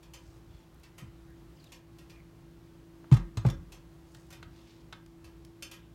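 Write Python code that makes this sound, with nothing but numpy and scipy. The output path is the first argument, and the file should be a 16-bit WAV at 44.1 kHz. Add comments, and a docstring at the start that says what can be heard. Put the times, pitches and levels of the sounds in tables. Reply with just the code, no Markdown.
"""A kitchen counter, close up, over an appliance's motor hum and rush of air. A plastic bottle
squirts sauce twice, softly, with a faint low bump between. It is set down and rocks: the counter
booms, the rim slaps, nudged crockery clinks. Plastic clicks in the room and snaps once, hard.
Fingers tick, tap and rub on a tortilla in a thin plastic tray."""
import sys
import numpy as np
from scipy import signal
from scipy.fft import rfft, irfft
from scipy.io import wavfile
from scipy.ndimage import uniform_filter1d

SR = 44100
rng = np.random.default_rng(int(sys.argv[2]) if len(sys.argv) > 2 else 0)


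def transcribe(signal):
    """Save signal, clipped to [-1, 1], as a 16-bit WAV file at the path in sys.argv[1]."""
    frames = np.atleast_2d(signal).T
    limited = np.clip(frames, -1, 1)
    pcm = np.round(limited * 32767).astype(np.int16)
    wavfile.write(sys.argv[1], SR, pcm)


N = 262174
TIME_S = np.arange(N) / SR
RING_S = TIME_S[:SR // 2]
BINS_HZ = np.maximum(np.fft.rfftfreq(len(RING_S), 1 / SR), 1)

# motor lines: (frequency [Hz], level [dB])
HUM_LINES = [(113, -66), (166.9, -64.5), (237, -75.5), (279.9, -75), (333.6, -59)]
# hum envelope: (time [s], gain [dB])
HUM_GAIN = [(0, -4), (1.2, -3), (3, 2.5), (4, 0), (5.94, 1.5)]
# appliance air: (frequency [Hz], gain [dB])
AIR_SPECTRUM = [(25, -4), (40, -2.5), (60, 10.5), (85, -6.5), (140, 2.5), (220, -12.5), (330, -8.5),
                (500, -15), (1000, -18.5), (2000, -26), (4000, -29), (8000, -35), (10300, -37),
                (15500, -37)]

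# plastic clicks: (time [s], level [dB])
CLICKS = [(0.028, -56.5), (0.1351, -46), (0.832, -54.5), (0.98, -47.5), (1.719, -47.5), (1.984, -54.5),
          (2.096, -53.5), (3.72, -48.5), (4.303, -50.5), (4.325, -49), (5.242, -54), (5.7123, -44.5),
          (5.737, -55)]
# clicking plastic: (frequency [Hz], gain [dB])
CLICK_SPECTRUM = [(300, -14.5), (650, 2.5), (950, -4.5), (1300, -2.5), (1800, -5), (2600, 3.5), (3800, -4),
                  (7000, -4.5), (10300, -11), (12500, -8.5), (16000, -22.5)]
# its resonances: (frequency [Hz], width [Hz], lift [dB])
CLICK_PEAKS = [(984, 79, 11), (1190, 31, 4.5), (1860, 120, 3), (2457, 77, 1.5), (3490, 26, -2),
               (4177, 37, 11.5), (7500, 78, -33)]

# hands slip on bottle, tray and tortilla: (time [s], level [dB], centre [Hz], length [s])
RUBS = [(0.138, -76, 5650, 0.28), (1.254, -74, 1775, 0.1), (2.143, -69, 2300, 0.081),
        (4.022, -74.5, 6360, 0.31), (4.47, -69.5, 3420, 0.39), (5.773, -77, 3260, 0.13)]
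# dull low bumps, and the counter's rumble after the bottle lands: (time [s], level [dB], length [s])
BUMPS = [(.25, -54.5, 0.064), (0.458, -54, 0.14), (1.04, -52.5, 0.087), (3.481, -50.5, 0.18),
         (4.299, -53.5, 0.27), (5.2, -57, 0.11)]
# sauce squirts: (time [s], length [s], hiss [dB], whistle [dB], whistle start [Hz], whistle end [Hz])
SQUIRTS = [(.46, .25, -78.5, -80, 3500, 3250), (1.555, .175, -73.5, -72, 5200, 3100)]
# nozzle and tray ticks: (time [s], level [dB], centre [Hz])
TICKS = [(.744, -62, 13500), (.798, -65, 13600), (1.3011, -67, 13000), (1.6416, -55.5, 3700),
         (5.062, -58.5, 3500), (5.4491, -53, 4100)]

# low thumps, a faint bump and then the bottle landing and rocking:
# (time [s], level [dB], pitch [ratio], first rebound [dB re thump])
THUMPS = [(1.02, -33, 1.22, 1), (3.1168, -1, 1.104, -4.5), (3.3708, -17.5, 0.834, -8),
          (3.4488, -10, 1.175, 3)]
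# counter with full bottle: (frequency [Hz], gain [dB], t60 [s])
COUNTER_MODES = [(42.3, -31, 0.84), (127.4, 0, 0.11), (184, -19.5, 0.15), (231, -33, 0.19),
                 (309.4, -17.5, 0.038)]

# fingers on the tray: (time [s], level [dB], tilt [dB/octave])
TAPS = [(3.042, -50.5, -12.5), (4.1466, -50, 6), (4.4275, -44, 0), (4.9258, -39, 0)]
# thin tray: (frequency [Hz], gain [dB])
TRAY_SPECTRUM = [(200, -5.5), (500, -4.5), (1000, 1), (1500, 2.5), (2000, -4), (4200, -4.5), (5200, -13.5),
                 (8000, -18.5), (16000, -33)]
# its resonances: (frequency [Hz], width [Hz], lift [dB])
TRAY_PEAKS = [(1300, 130, 0), (1640, 93, 0.5), (2400, 81, -7), (3860, 84, 6)]

# bottle rim on the counter: (time [s], level [dB], tilt [dB/octave])
KNOCKS = [(3.1145, -35, -5.5), (3.1245, -32.5, -2), (3.141, -39, 0), (3.1675, -39.5, -1.5),
          (3.372, -37, -2), (3.4495, -29.5, -9.5), (3.464, -41, 0), (3.4855, -40.5, -4.5), (3.5, -44.5, 2)]
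# knocked bottle: (frequency [Hz], gain [dB])
BOTTLE_SPECTRUM = [(120, -26), (310, 3), (470, -4.5), (680, -7), (980, -1.5), (1300, -5.5), (1800, -9),
                   (3500, -12.5), (6500, -14), (9500, -19.5), (12500, -22), (16000, -32)]
# its resonances: (frequency [Hz], width [Hz], lift [dB])
BOTTLE_PEAKS = [(490, 144, -5), (1040, 150, 0), (1830, 90, 1.5), (3480, 180, 5), (3990, 110, 6.5),
                (6800, 70, 8)]

# crockery nudges: (time [s], level [dB], pitch [ratio])
CLINKS = [(3.3717, -45, 1.0), (3.5, -46.5, .87)]
# crockery ring: (frequency [Hz], gain [dB], t60 [s])
CROCKERY_MODES = [(3360, -18, 0.071), (4086, 4, 0.031), (4996, -32, 0.22), (6460, -21, 0.075),
                  (6420, 4, 0.017), (6960, -15, 0.087), (8000, -8, 0.09), (12500, -27, .08)]

# snap and recoil: (time [s], level [dB], tilt [dB/octave])
SNAPS = [(5.624, -35.5, 0), (5.6295, -39.5, 1)]
# snapping plastic: (frequency [Hz], gain [dB])
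SNAP_SPECTRUM = [(500, -10), (1000, -13), (2200, -9.5), (2700, 4), (4000, -7), (6600, -0.5), (8200, -12),
                 (12500, -8), (16000, -30)]
# its resonances: (frequency [Hz], width [Hz], lift [dB])
SNAP_PEAKS = [(2720, 300, 5.5), (3550, 53, 2), (5070, 52, 10), (6580, 150, 8.5), (8750, 120, 12)]

# room decay: (frequency [Hz], t60 [s])
ROOM_T60 = [(150, 1), (600, 0.18), (1400, 0.42), (3500, 0.2), (9000, 0.17), (16000, 0.11)]


def undb(db):
    """Decibels to gain."""
    return 10 ** (np.asarray(db) / 20)


def unit(x):
    """Scale to rms 1."""
    return x / np.sqrt(np.mean(x ** 2))


def at_hz(points, hz):
    """Interpolate (frequency [Hz], value) points on a log axis."""
    points_hz, values = np.transpose(points)
    return np.interp(np.log(hz), np.log(points_hz), values)


def add(out, time_s, x):
    """Mix x in at time_s."""
    i = max(int(time_s * SR), 0)
    out[i:i + len(x)] += x[:max(N - i, 0)]


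def fade(t60_s):
    """Exponential decay."""
    return np.exp(-np.log(1000) * RING_S / t60_s)


def walk(rate_hz):
    """Smooth random drift, rms 1."""
    hold = int(SR / rate_hz)
    steps = np.repeat(rng.standard_normal(N)[:N // hold + 1], hold)
    return unit(uniform_filter1d(steps, hold)[:N])


def colour(x, gain_db):
    """Minimum-phase filter, one gain per bin of BINS_HZ."""
    cepstrum = irfft(np.log(undb(gain_db)), len(x))
    cepstrum[1:len(x) // 2] *= 2
    cepstrum[len(x) // 2 + 1:] = 0
    return irfft(rfft(x) * np.exp(rfft(cepstrum)), len(x))


def crack(shape_db, t60_s, edge, rise_s, split_hz=6000, treble_t60_ratio=0.62):
    """Sharp contact, then a dense, short ring; treble dies first."""
    noise = rng.standard_normal(len(RING_S))
    low = irfft(rfft(noise) / (1 + (BINS_HZ / split_hz) ** 4), len(RING_S))
    push = low * fade(t60_s) + (noise - low) * fade(t60_s * treble_t60_ratio)
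    push *= 1 - np.exp(-RING_S / rise_s)
    push[0] += edge * np.linalg.norm(push)  # contact impulse
    ring = colour(push, shape_db)
    return ring * np.linalg.norm(fade(t60_s)) / np.linalg.norm(ring)


def blows(events, spectrum, peaks, t60_s, edge, rise_s, patchy_db):
    """Blows on one body; each blow tilts the spectrum its own way, each spot favours other small modes."""
    body = undb(at_hz(spectrum, BINS_HZ))
    for hz, width_hz, lift_db in peaks:
        body *= 1 + (undb(lift_db) - 1) / (1 + (2 * (BINS_HZ - hz) / width_hz) ** 2)
    out = np.zeros(N)
    for time_s, db, tilt_db_per_oct in events:
        spot = unit(signal.fftconvolve(rng.standard_normal(len(BINS_HZ)), np.hanning(140), "same"))
        spot_db = patchy_db * spot * np.minimum(BINS_HZ / 1000, 1)
        tilt_db = tilt_db_per_oct * np.log2(1 + BINS_HZ / 800)
        shape_db = 20 * np.log10(body) + tilt_db + spot_db
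        add(out, time_s, undb(db) * crack(shape_db, t60_s, edge, rise_s))
    return out


def struck(events, modes, rise_s):
    """One set of modes, pitched per blow; soft contact builds them slowly."""
    out = np.zeros(N)
    onset = 1 - np.exp(-(RING_S / rise_s) ** 2)
    for time_s, level_db, pitch in events:
        ring = sum(undb(db) * fade(t60_s) * np.sin(2 * np.pi * hz * pitch * RING_S)
                   for hz, db, t60_s in modes)
        add(out, time_s, undb(level_db) * ring * onset)
    return out


def swell(centre_hz, width_oct, length_s, grain_db):
    """Grainy noise band that rises and dies away, rms 1."""
    n = int(length_s * SR)
    grains = (rng.standard_normal(N) * undb(grain_db * walk(250)))[:n]
    hz = np.maximum(np.fft.rfftfreq(n, 1 / SR), 1)
    band = np.exp(-(np.log2(hz / centre_hz) / width_oct) ** 2 / 2)
    return unit(irfft(rfft(grains) * band, n) * np.sqrt(np.hanning(n)))


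def appliance(waver_db=2.0, drift=0.00281, air_db=-56, flutter_db=0.63):
    """Wavering motor lines over rushing air, coloured by the room's modes."""
    hum = np.zeros(N)
    for line_hz, db in HUM_LINES:
        amplitude = np.sqrt(2) * undb(db + waver_db * walk(3.33))
        drifting_hz = line_hz * (1 + drift * walk(4.906))
        hum += amplitude * np.sin(2 * np.pi * np.cumsum(drifting_hz) / SR)
    hum *= undb(np.interp(TIME_S, *np.transpose(HUM_GAIN)))
    rush = rng.standard_normal(N)
    rush += undb(-11) * room_echo(rush)
    hz = np.maximum(np.fft.rfftfreq(N, 1 / SR), 1)
    air = unit(irfft(rfft(rush) * undb(at_hz(AIR_SPECTRUM, hz)), N))
    return hum + air * undb(air_db + flutter_db * walk(9.5))


def room_echo(x, build_s=0.011):
    """Diffuse tail of a small hard room; treble dies first."""
    noise = rfft(rng.standard_normal(len(RING_S)))
    edges_hz = np.geomspace(150, 20000, 12)
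    tail = np.zeros(len(RING_S))
    for lo_hz, hi_hz in zip(edges_hz, edges_hz[1:]):
        band = irfft(noise * ((BINS_HZ >= lo_hz) & (BINS_HZ < hi_hz)), len(RING_S))
        tail += band * fade(at_hz(ROOM_T60, np.sqrt(lo_hz * hi_hz)))
    tail *= 1 - np.exp(-(RING_S / build_s) ** 2)
    return signal.fftconvolve(x, tail / np.linalg.norm(tail))[:N]


def plastic_clicks(tilt_db_per_oct=1.5):
    """Plastic clicks and rings briefly; like contacts of varying strength."""
    events = [(time_s, db, tilt_db_per_oct) for time_s, db in CLICKS]
    return blows(events, CLICK_SPECTRUM, CLICK_PEAKS,
                 t60_s=0.089, edge=0.023, rise_s=0.0017, patchy_db=1.46)


def cupboards(x, db, count=8):
    """Direct sound plus early reflections off counter and cupboard doors."""
    out = x.copy()
    for lag_s, sign in zip(rng.uniform(.002, .012, count), rng.choice([-1, 1], count)):
        add(out, lag_s, sign * undb(db) * x)
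    return out / np.sqrt(1 + count * undb(db) ** 2)


def hand_rubs(width_oct_per_s=1.83):
    """Gritty friction, broader the longer the stroke."""
    out = np.zeros(N)
    for time_s, db, hz, length_s in RUBS:
        add(out, time_s, undb(db) * swell(hz, width_oct_per_s * length_s, length_s, grain_db=3))
    return out


def low_bumps(centre_hz=78, width_oct=0.6):
    """Dull bumps and the counter's rumble, all in one low band."""
    out = np.zeros(N)
    for time_s, db, length_s in BUMPS:
        add(out, time_s, undb(db) * swell(centre_hz, width_oct, length_s, grain_db=2))
    return out


def sauce(flutter_hz=31, waver=.03, chirp=.14, sputter_db=3, hiss_hz=2920, hiss_oct=0.96):
    """Sauce hisses through a fluttering valve; trapped air chirps out, lower as the squeeze eases."""
    out = np.zeros(N)
    for time_s, length_s, hiss_db, whistle_db, start_hz, end_hz in SQUIRTS:
        n = int(length_s * SR)
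        cycle = flutter_hz * TIME_S[:n] % 1
        puff_sweep = 2 * chirp * np.log2(start_hz / end_hz) * (.5 - cycle)
        hz = np.geomspace(start_hz, end_hz, n) * (1 + waver * walk(800)[:n] + puff_sweep)
        sputter = undb(sputter_db * walk(72)[:n])
        puffs = np.sin(np.pi * cycle) ** 2 * sputter * np.sqrt(np.hanning(n))
        whistle = unit(puffs * np.sin(2 * np.pi * np.cumsum(hz) / SR))
        add(out, time_s, undb(whistle_db) * whistle)
        add(out, time_s, undb(hiss_db) * swell(hiss_hz, hiss_oct, length_s, grain_db=4))
        add(out, time_s, undb(hiss_db + 5) * bubbles(length_s))
    return out


def bubbles(length_s, lo_hz=2300, hi_hz=8000, t60_s=.015, spread_db=10, count=16):
    """Tiny air bubbles burst at random in the stream and ring briefly."""
    out = np.zeros(N)
    for when, pitch, strength in rng.random((count, 3)):
        hz = lo_hz * (hi_hz / lo_hz) ** pitch
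        ring = fade(t60_s) * np.sin(2 * np.pi * hz * RING_S)
        add(out, when * length_s, undb(spread_db * strength) * ring)
    return out


def ticks(skirt_db=11):
    """Tiny, damped snaps of nozzle and tray, each around its own pitch."""
    out = np.zeros(N)
    for time_s, db, hz in TICKS:
        shape_db = -skirt_db * np.log10(1 + (BINS_HZ / hz - hz / BINS_HZ) ** 2 / 2)
        add(out, time_s, undb(db) * crack(shape_db, t60_s=0.031, edge=0.32, rise_s=0.00024))
    return out


def low_thumps(rebounds=2, first_gap_s=0.01508, settle_db=-10, sag=0.093):
    """A faint bump of falling pitch, then the bottle landing and rocking; rebounds slow and drop."""
    contacts = []
    for time_s, db, pitch, rebound_db in THUMPS:
        contacts.append((time_s, db, pitch))
        for k in range(rebounds):
            slack = (1 - sag) ** k
            time_s += first_gap_s / slack
            contacts.append((time_s, db + rebound_db + k * settle_db, pitch * slack * (1 - sag)))
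    return struck(contacts, COUNTER_MODES, rise_s=0.0045)


def tray_taps():
    """Fingers tap the thin tray into a short ring."""
    return blows(TAPS, TRAY_SPECTRUM, TRAY_PEAKS, t60_s=0.05, edge=0.09, rise_s=0.00039, patchy_db=1.5)


def rim_knocks():
    """The rim of the bottle's base slaps the counter."""
    return blows(KNOCKS, BOTTLE_SPECTRUM, BOTTLE_PEAKS,
                 t60_s=0.074, edge=0.34, rise_s=0.00057, patchy_db=2)


def crockery_clinks():
    """Nudged crockery rings in high modes."""
    return struck(CLINKS, CROCKERY_MODES, rise_s=0.00026)


def plastic_snap():
    """Plastic snaps hard and recoils."""
    return blows(SNAPS, SNAP_SPECTRUM, SNAP_PEAKS, t60_s=0.033, edge=0.25, rise_s=0.0004, patchy_db=3)


def scene():
    """Mono mix; near sounds stay mostly dry, clicks and snap carry more room."""
    boom = low_thumps()
    clatter = rim_knocks() + crockery_clinks()
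    clicks = plastic_clicks()
    snap = plastic_snap()
    near = tray_taps() + sauce() + ticks() + hand_rubs() + low_bumps()
    echo = room_echo(undb(-29) * boom + undb(-11) * clatter + undb(-4) * clicks
                     + undb(-5.5) * snap + undb(-11.5) * near)
    around = cupboards(clicks + snap + echo, db=-12)
    return (boom + clatter + near + around + appliance())[None]


def record(dry):
    """The microphone cuts deep rumble and the top."""
    rumble_hz, top_hz = 32, 15900
    highpass = signal.butter(4, rumble_hz, "high", fs=SR, output="sos")
    lowpass = signal.ellip(10, .2, 80, top_hz, fs=SR, output="sos")
    return signal.sosfilt(lowpass, signal.sosfilt(highpass, dry))


dry = scene()
out = record(dry)
transcribe(out)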